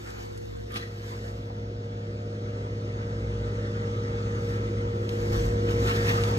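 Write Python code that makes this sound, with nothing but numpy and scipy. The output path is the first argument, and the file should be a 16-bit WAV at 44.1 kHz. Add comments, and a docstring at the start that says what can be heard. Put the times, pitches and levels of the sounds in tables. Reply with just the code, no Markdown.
"""A six-cylinder engine hums outside a bare room, wide at first, with whine, roar, clatter and a beating drone.
In the first second shoes scuff and tick on plastic floor panels and clothes rustle; one knock follows.
The engine grows louder on approach: harmonics and noise tied to one shaft, some overtones coming and going.
In the last two seconds clothes stir again, then a quick turn: rumble, ringing scuffs, ticks.
Movement is shaped noise, answered by the walls; faint air hiss lies under it all."""
import sys
import numpy as np
from scipy import signal
from scipy.fft import rfft, irfft, next_fast_len
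from scipy.io import wavfile
from scipy.ndimage import uniform_filter1d, map_coordinates

SR = 44100
rng = np.random.default_rng(int(sys.argv[2]) if len(sys.argv) > 2 else 0)


def transcribe(u):
    """Save the signal u as a 16-bit wav file named by the first command-line argument.

    u: samples, shape (n,) or (channels, n), limited to [-1, 1]; the rate is SR.
    q: integer samples, one column per channel.
    """
    v = np.clip(np.atleast_2d(u).T, -1, 1)
    q = np.round(v * 32767).astype(np.int16)
    wavfile.write(sys.argv[1], SR, q)


N = 281358

TOP_HZ = 14350
CYCLE_HZ, SPEED_UP_HZ_PER_S = 17.425, 0.008
FAR_DB = -45.5  # approach level at which each law gives its start level
# depths of random gain
GRIT_DB, CATCH_DB = 2.0, 1.4
FIRING_WAVER_DB, ORDER_WAVER_DB, ROAR_WAVER_DB = 0.3, 1.3, 0.4
RING_FLUTTER_DB = 2.5
ROAR_PATCH_DB, CLATTER_PATCH_DB, CLOTH_PATCH_DB = 0.8, 2.0, 2.8

# stereo width of noise: freq_hz, side_over_mid_db
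WIDTH_DB = [(60, -52.5), (150, -58), (380, -48), (520, -13), (680, 10.5), (1000, 16), (1350, 5), (2600, 11),
            (3900, -1), (5000, 5.5), (7000, -7), (8800, 9), (12000, -3.5), (14000, -2.5)]
# share of the side a quarter turn ahead of the mid, positive = left first: freq_hz, share
LEAD_SHARE = [(550, -.5), (800, -.2), (1300, 0.1), (2000, .4), (3200, .6), (4500, .65), (7000, .35),
              (8500, .7), (11000, -.4), (13500, .3)]
# air hiss spectrum: freq_hz, relative_density_db
AIR_SPECTRUM = [(100, 21.5), (1500, -7.0), (4000, 10.0), (6000, 1.5), (7500, -17), (10000, -35.0), (14000, -26.5)]
# wall decay: freq_hz, t60_s
WALL_T60_S = [(300, 0.56), (2000, 0.36), (6000, 0.57), (14000, 0.25)]
# handling rumbles: peak_s, level_db, length_s
RUMBLES = [(5.48, -32, 0.63), (6.15, -44.5, 0.7)]
# rumble spectrum: freq_hz, relative_density_db
RUMBLE_SPECTRUM = [(18, -30), (32, -7), (42, 6), (70, -6), (130, -7.5), (250, -39), (600, -75)]
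# clothing swishes, one per movement: peak_s, relative_level_db, length_s
SWISHES = [(.08, -52, 1), (.25, -55, 1), (.48, -56, 1), (.83, -58.5, 0.87), (1.09, -51.5, 0.79),
           (1.26, -55.5, 0.72), (4.5, -53.5, 0.46), (5.15, -50, 0.4), (5.37, -42, 0.57),
           (5.71, -43.5, 0.11), (5.88, -39.5, 0.33), (6.1, -37.5, 0.44), (6.31, -44.5, 0.83)]
# cloth spectrum: freq_hz, relative_density_db
CLOTH_SPECTRUM = [(300, 11), (800, 5.5), (1200, 6.5), (1850, 8.5), (2500, -2), (3500, 3.5), (5000, 0),
                  (6500, 2.5), (8300, -5), (9700, -21.5), (12000, -4.5), (14000, -13)]
# sliding soles: peak_s, friction_level_db, length_s, ring_hz, ring_over_friction_db, treble_shelf_db
SCUFFS = [(0.083, -56, 0.082, 1320, 8, 2.5), (0.163, -63.5, 0.77, 860, 26, 0.5),
          (0.765, -37.5, 0.096, 1220, 5.5, 6), (0.826, -52.5, 0.45, 1920, 7, -3.5),
          (5.345, -48, .18, 1780, -6, -2), (5.69, -46, 0.094, 1489, -5, -5.5),
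          (5.891, -39, 0.17, 1750, -2, 4), (5.97, -43.5, 0.12, 1783, 8.5, 10),
          (6.09, -39, 0.12, 1830, 10, 3), (6.19, -45.5, 0.12, 1230, 20.5, -1),
          (6.284, -50.5, 0.13, 881, 24, 5.5)]
# sole friction spectrum: freq_hz, relative_density_db
SOLE_SPECTRUM = [(400, 17.5), (800, 0.5), (1050, -3), (1250, 12), (1600, 11), (1900, 11), (2450, 6),
                 (3400, 8.5), (5500, 2.5), (9000, -14), (14000, -10)]
# panel ticks, crackles, knocks: start_s, relative_level_db, pitch_hz, t60_s, density_at_3x_pitch_db
TICKS = [(0.104, -38.5, 4500, 0.015, -14.5), (0.375, -43.5, 6500, 0.049, -12.5),
         (0.721, -40, 6200, .02, -3.5), (0.742, -35, 3920, .015, -6), (0.758, -29.5, 2480, 0.035, -15),
         (0.76, -30.5, 1160, 0.038, -7), (0.761, -30, 3440, 0.015, -16.5), (0.776, -33, 3360, .02, -20),
         (1.498, -33.5, 670, 0.063, -36), (5.091, -28, 3870, 0.018, -18.5), (5.872, -28.5, 3300, .018, -16),
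         (5.909, -29, 3250, 0.022, -20), (6.092, -32, 3300, .016, -16), (6.113, -31, 1890, .03, -12),
         (6.172, -41.5, 5800, 0.018, -23), (6.217, -31, 1700, 0.019, -18),
         (6.236, -26.5, 3700, 0.03, -19.5)]
# drone envelope: time_s, relative_level_db
DRONE_DB = [(0.0, -49), (0.07, -48), (1.67, -45), (2.27, -55.5), (3.48, -35), (3.94, -45), (4.62, -39),
            (5.19, -52), (5.44, -36), (6.38, -35)]
# approach followed by the engine laws: time_s, approach_db
APPROACH_DB = [(0, -45), (0.3, -41.5), (0.75, -40), (1.3, -37), (2.1, -35), (3.2, -32.5), (4.3, -30),
               (5.1, -30.5), (5.8, -26.5), (6.38, -26.5)]
# turn through the standing waves: time_s, half_whine_phase_gap_rad
BEARING_RAD = [(0, 1.28), (.6, 1.5), (.76, 0.72), (.95, 0.19), (3.2, 0.067), (4.3, 0.13), (4.75, 0.25),
               (5.5, 0.48), (6.05, 0.034)]
# opening of hum and roar: time_s, half_phase_gap_at_reference_pitch_rad (before limiting)
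SPREAD_RAD = [(0, 0.61), (.35, 1.06), (.49, 1.35), (.56, 1.5), (.61, 1.5), (.67, 0)]
# layer laws: start_db, growth_db_per_approach_db, turn_db_per_rad
HISS_LAW = (-96, 0.98, 0)
CLATTER_LAW = (-71.5, 1.38, -7.5)
ROAR_LAW = (-55, 1.09, 2.66)
WHINE_LAW = (-57, 1.3, 6.2)
FIRING_LAW = (-45.5, 0.91, -0.72)
# thin engine hiss spectrum: freq_hz, relative_density_db
HISS_SPECTRUM = [(3000, -10.5), (6000, 3.5), (8500, -0.5), (10000, -19), (11500, 16.5), (13200, 0.5),
                 (14300, -14)]
# whirring resonance spectrum: freq_hz, relative_density_db
RING_SPECTRUM = [(900, -33), (1130, -4), (1220, 4), (1310, 7), (1430, -2.5), (1900, -35)]
# whirring resonance envelope: time_s, level_db
RING_DB = [(0, -79), (1.8, -67.5), (2.8, -64), (3.9, -57.5), (4.6, -57), (5.2, -67.5), (6.38, -61)]
# clatter spectrum: freq_hz, relative_density_db
CLATTER_SPECTRUM = [(500, 0), (660, -5), (800, 6.5), (1050, -1.5), (1300, 4.5), (1550, 6), (2050, 3),
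                    (2500, -4.5), (3600, 0), (5000, -6), (6200, -2.5), (8000, -12.5), (14000, -68)]
# exhaust spectrum: freq_hz, relative_density_db
ROAR_SPECTRUM = [(22, -30), (35, -18), (48, 10), (80, 4), (130, 4), (175, -1), (260, -2.5), (350, 4.5),
                 (420, 0), (500, 1), (570, -5.5), (660, -15), (900, -34.5), (1500, -100)]
# overtones through standing waves: cycle_multiple, [(time_s, mid_db, side_db)]
OVERTONES = [(20, [(0, -54, -53), (1, -59.5, -79.5), (4.7, -53, -85), (5.3, -40, -62), (6.38, -46.5, -99)]),
             (34, [(0, -77, -71), (.6, -75, -63), (1.2, -58.5, -59), (3.7, -51, -56), (5.3, -69.5, -47),
             (6.38, -56, -62)]), (40, [(0, -75, -64), (1.2, -63, -50.5), (3.3, -63, -57.5), (4.5, -93, -61),
             (5.1, -66.5, -54), (5.9, -53, -52), (6.38, -50, -50)]), (75, [(0, -89, -75), (2.4, -70, -66.5),
             (3.8, -63.5, -62), (4.7, -61, -51), (5.2, -74, -54), (5.75, -73, -46), (6.05, -50, -39),
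             (6.38, -58, -59)])]
# engine orders, relative to the firing law: cycle_multiple, mid_db, side_db
ORDERS = [(4, -16.5, -68.5), (6, 0.65, -71.5), (7, -10.5, -74), (9, -16, -72.5), (10, -18, -83.5),
          (11, -27, -68), (12, -10.5, -75), (13, -20.5, -72), (15, -15, -82.5), (16, -25.5, -64.5),
          (28, -48, -34.5), (30, -23.5, -32), (31, -27.5, -43.5), (35, -32, -26)]


def amp(db):
    """Decibels to gain."""
    return 10 ** (np.asarray(db) / 20)


def unit(x):
    """Scale to rms 1."""
    return x / np.sqrt(np.mean(x ** 2) + 1e-20)


def along(points, hz):
    """Interpolate (freq_hz, value) points on a log axis."""
    point_hz, values = np.transpose(points)
    return np.interp(np.log(hz + 1), np.log(point_hz + 1), values)


def curves(rows):
    """One value per sample for each column after the time."""
    time_s, *columns = np.transpose(rows)
    return [np.interp(np.arange(N) / SR, time_s, column) for column in columns]


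def wobble(knots_per_s):
    """Smooth random curve."""
    knots = rng.standard_normal(int(N * knots_per_s / SR) + 4)
    return map_coordinates(knots, [np.arange(N) * knots_per_s / SR])


def filtered(x, response):
    """Apply a frequency response."""
    size = next_fast_len(N + SR // 2)
    hz = np.fft.rfftfreq(size, 1 / SR)
    return irfft(rfft(x, size) * response(hz), size)[..., :N]


def white():
    """Two independent white noises."""
    return rng.standard_normal((2, N))


def rush(source, spectrum):
    """Colour noise into (mid, side), mid at rms 1; the side is part quarter-turn mid, part diffuse."""
    size = next_fast_len(N + SR // 8)
    hz = np.fft.rfftfreq(size, 1 / SR)
    mid, diffuse = rfft(source, size) * amp(along(spectrum, hz))
    lead = along(LEAD_SHARE, hz)
    side = amp(along(WIDTH_DB, hz)) * (1j * lead * mid + np.sqrt(1 - lead ** 2) * diffuse)
    pair = irfft(np.array([mid, side]), size)[:, :N]
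    return pair / np.std(pair[0])


def patchy(noise, depth_db):
    """Random gain in shifting time-frequency patches."""
    bins = signal.stft(noise, nperseg=1024)[2]
    field = rng.standard_normal(bins.shape[1:])
    field = uniform_filter1d(field, size=7, axis=0)
    field = uniform_filter1d(field, size=5, axis=1)
    return signal.istft(bins * amp(depth_db * unit(field)), nperseg=1024)[1][:, :N]


def cyclic(cycle, share, steps_per_cycle=2500):
    """White noise blended with a low-passed pattern that recurs every engine cycle."""
    step = (cycle * steps_per_cycle).astype(int) % steps_per_cycle
    pattern = rng.standard_normal((2, steps_per_cycle))[:, step]
    repeat = filtered(pattern, lambda hz: 1 / np.sqrt(1 + (hz / 1800) ** 4))
    return np.sqrt(share) * repeat + np.sqrt(1 - share) * white()


def tone(turns):
    """Sine of rms 1 as (mid, side) in quadrature, for equal level left and right."""
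    phase = 2 * np.pi * (turns + rng.random())
    return np.sqrt(2) * np.array([np.sin(phase), -np.cos(phase)])


def stroke(peak_s, length_s, rise_share):
    """Gain of one movement: 20 dB up to the peak and 20 dB down within its length."""
    t = (np.arange(N) / SR - peak_s) / length_s
    return amp(-20 * np.maximum(-t / rise_share, t / (1 - rise_share)))


def strokes(rows, rise_share):
    """Gain of overlapping movements, powers added."""
    gains = [amp(db) * stroke(peak_s, length_s, rise_share) for peak_s, db, length_s in rows]
    return np.sqrt(sum(gain ** 2 for gain in gains))


def heard_db(law):
    """Engine layer level: follows the approach and the turn through standing waves."""
    start_db, growth, turn_db_per_rad = law
    approach_db, = curves(APPROACH_DB)
    bearing_rad, = curves(BEARING_RAD)
    return start_db + growth * (approach_db - FAR_DB) + turn_db_per_rad * bearing_rad


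def air_hiss():
    """Steady coloured noise."""
    return amp(-62.0) * rush(white(), AIR_SPECTRUM)


def room(x):
    """Reflections off bare plaster: decaying noise with a frequency-dependent t60."""
    hz, t, bins = signal.stft(rng.standard_normal((2, SR)), SR, nperseg=256)
    decay = amp(-60 * t / along(WALL_T60_S, hz)[:, None])
    tail = signal.istft(bins * decay, SR, nperseg=256)[1]
    return signal.fftconvolve(x, tail / np.linalg.norm(tail[0]), axes=1)[:, :N]


def rumble():
    """Handling during the quick turn: low noise in slow, uneven swells."""
    gain = strokes(RUMBLES, rise_share=0.63) * amp(2.8 * wobble(6.5))
    return gain * rush(white(), RUMBLE_SPECTRUM)


def clothes(grain_db=1.0):
    """Cloth rubs in many small catches as the body turns."""
    swish = strokes(SWISHES, rise_share=0.53) * amp(1.5 * wobble(30))
    grain = unit(amp(grain_db * wobble(500)))
    return swish * grain * rush(patchy(white(), CLOTH_PATCH_DB), CLOTH_SPECTRUM)


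def scuffs(ring_width_hz=120, bright_hz=7000):
    """A sole drags harder over grit, catching and slipping, then lets go; the panel resonates with it."""
    catches = unit(amp(GRIT_DB * wobble(600) + CATCH_DB * wobble(130)))
    friction = catches * rush(patchy(white(), depth_db=3.5), SOLE_SPECTRUM)
    out = np.zeros((2, N))
    for peak_s, db, length_s, ring_hz, ring_db, treble_db in SCUFFS:
        def response(hz):
            """Panel resonance and treble shelf."""
            damping = 1j * hz * ring_width_hz
            panel = 1 + amp(ring_db) * damping / (ring_hz ** 2 - hz ** 2 + damping)
            shelf = amp(treble_db * hz ** 4 / (hz ** 4 + bright_hz ** 4))
            return panel * shelf
        rubbing = amp(db) * stroke(peak_s, length_s, rise_share=0.51) * friction
        out += filtered(rubbing, response)
    return out


def ticks(trim_db=-6.5):
    """Panels crack: short, broadly tuned noise; the lower the pitch, the softer the onset."""
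    out = np.zeros((2, N))
    for start_s, db, hz, t60_s, treble_db in TICKS:
        age_s = np.maximum(np.arange(N) / SR - start_s, 0)
        spectrum = [(hz / 5, -22), (hz / 2, -5), (hz, 0), (hz * 1.4, -6), (hz * 3, treble_db), (hz * 8, -55)]
        onset = 1 - np.exp(-age_s * hz / 2)
        decay = amp(db + trim_db - 60 * age_s / t60_s)
        out += onset * decay * rush(white(), spectrum)
    return out


def drone(hz=58.16, drift_turns=0.099, swell_db=2.0, trim_db=-0.5):
    """A low wavering tone off the engine's orders beats against them."""
    turns = hz * np.arange(N) / SR + drift_turns * wobble(3.9)
    level = amp(curves(DRONE_DB)[0] + trim_db + swell_db * wobble(6.7))
    return [[1], [0]] * level * tone(turns)  # mid only


def engine_hiss():
    """Thin, even noise following the approach."""
    return amp(heard_db(HISS_LAW)) * rush(white(), HISS_SPECTRUM)


def whirr(cycle):
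    """Fluttering narrow-band resonance in the clatter, partly repeating each cycle."""
    level = amp(curves(RING_DB)[0] + RING_FLUTTER_DB * wobble(35))
    return level * rush(cyclic(cycle, share=0.054), RING_SPECTRUM)


def clatter(cycle):
    """Patchy mechanical noise, partly repeating each cycle."""
    level = amp(heard_db(CLATTER_LAW) + 0.35 * wobble(25))
    return level * rush(patchy(cyclic(cycle, share=0.26), CLATTER_PATCH_DB), CLATTER_SPECTRUM)


def roar(cycle):
    """Exhaust noise puffs at the firing rate, six per cycle."""
    firing = tone(6 * cycle)[0]
    noise = rush(patchy(cyclic(cycle, share=0.19), ROAR_PATCH_DB), ROAR_SPECTRUM)
    level = amp(heard_db(ROAR_LAW) + ROAR_WAVER_DB * wobble(10))
    return level * noise * (1 + 0.15 * firing)


def overtones(cycle, drift_turns=0.048, waver_db=2.0):
    """Higher orders swell and vanish through the room's standing waves."""
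    out = np.zeros((2, N))
    for multiple, levels in OVERTONES:
        level = amp(curves(levels) + waver_db * wobble(9))
        out += level * tone(multiple * cycle + drift_turns * wobble(4.8))
    return out


def whine(cycle, flutter_db=1.0, drift_turns=0.0054):
    """A driven part sings at 27 times the cycle rate, shaken by the engine."""
    bearing_rad, = curves(BEARING_RAD)
    level = amp(heard_db(WHINE_LAW) + flutter_db * wobble(30))
    gap = np.array([np.cos(bearing_rad), np.sin(bearing_rad)])
    return level * gap * tone(27 * cycle + drift_turns * wobble(30))


def hum(cycle, drift_turns=0.047):
    """Six firings a cycle make the main line; unequal cylinders add wavering orders around it."""
    out = np.zeros((2, N))
    for order, mid_db, side_db in ORDERS:
        main = order == 6
        waver = amp((FIRING_WAVER_DB if main else ORDER_WAVER_DB) * wobble(9.0))
        drift = (not main) * drift_turns * wobble(8.3)
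        out += amp([[mid_db], [side_db]]) * waver * tone(order * cycle + drift)
    return amp(heard_db(FIRING_LAW)) * out


def spread(pair, ref_hz=470, limit_rad=1.42):
    """Left-right phase gap growing with frequency: the middle thins while the sides fill."""
    hz, t, (mid, side) = signal.stft(pair, SR, nperseg=2048)
    turn_rad = np.interp(t, *np.transpose(SPREAD_RAD)) * hz[:, None] / ref_hz
    turn_rad = np.minimum(turn_rad, limit_rad)
    opened = np.array([np.cos(turn_rad) * mid, side - 1j * np.sin(turn_rad) * mid])
    return signal.istft(opened, SR, nperseg=2048)[1][:, :N]


def engine():
    """One slightly accelerating shaft drives the tonal lines and the cyclic noise."""
    cycle = np.cumsum(CYCLE_HZ + SPEED_UP_HZ_PER_S * np.arange(N) / SR) / SR
    noise = engine_hiss() + whirr(cycle) + clatter(cycle)
    lines = overtones(cycle) + whine(cycle)
    return noise + lines + spread(roar(cycle) + hum(cycle))


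def scene():
    """Sum all sources; mid and side to left and right."""
    moves = clothes() + scuffs() + ticks()
    background = air_hiss() + amp(-10.0) * room(moves) + rumble()
    mid, side = background + moves + drone() + engine()
    return np.array([mid + side, mid - side])


def record(dry, low_cut_hz=33):
    """Roll off the deepest bass; cut everything from the band limit up."""
    return filtered(dry, lambda hz: (1 - 1 / (1 + (hz / low_cut_hz) ** 6)) * (hz < TOP_HZ))


dry = scene()
out = record(dry)
transcribe(out)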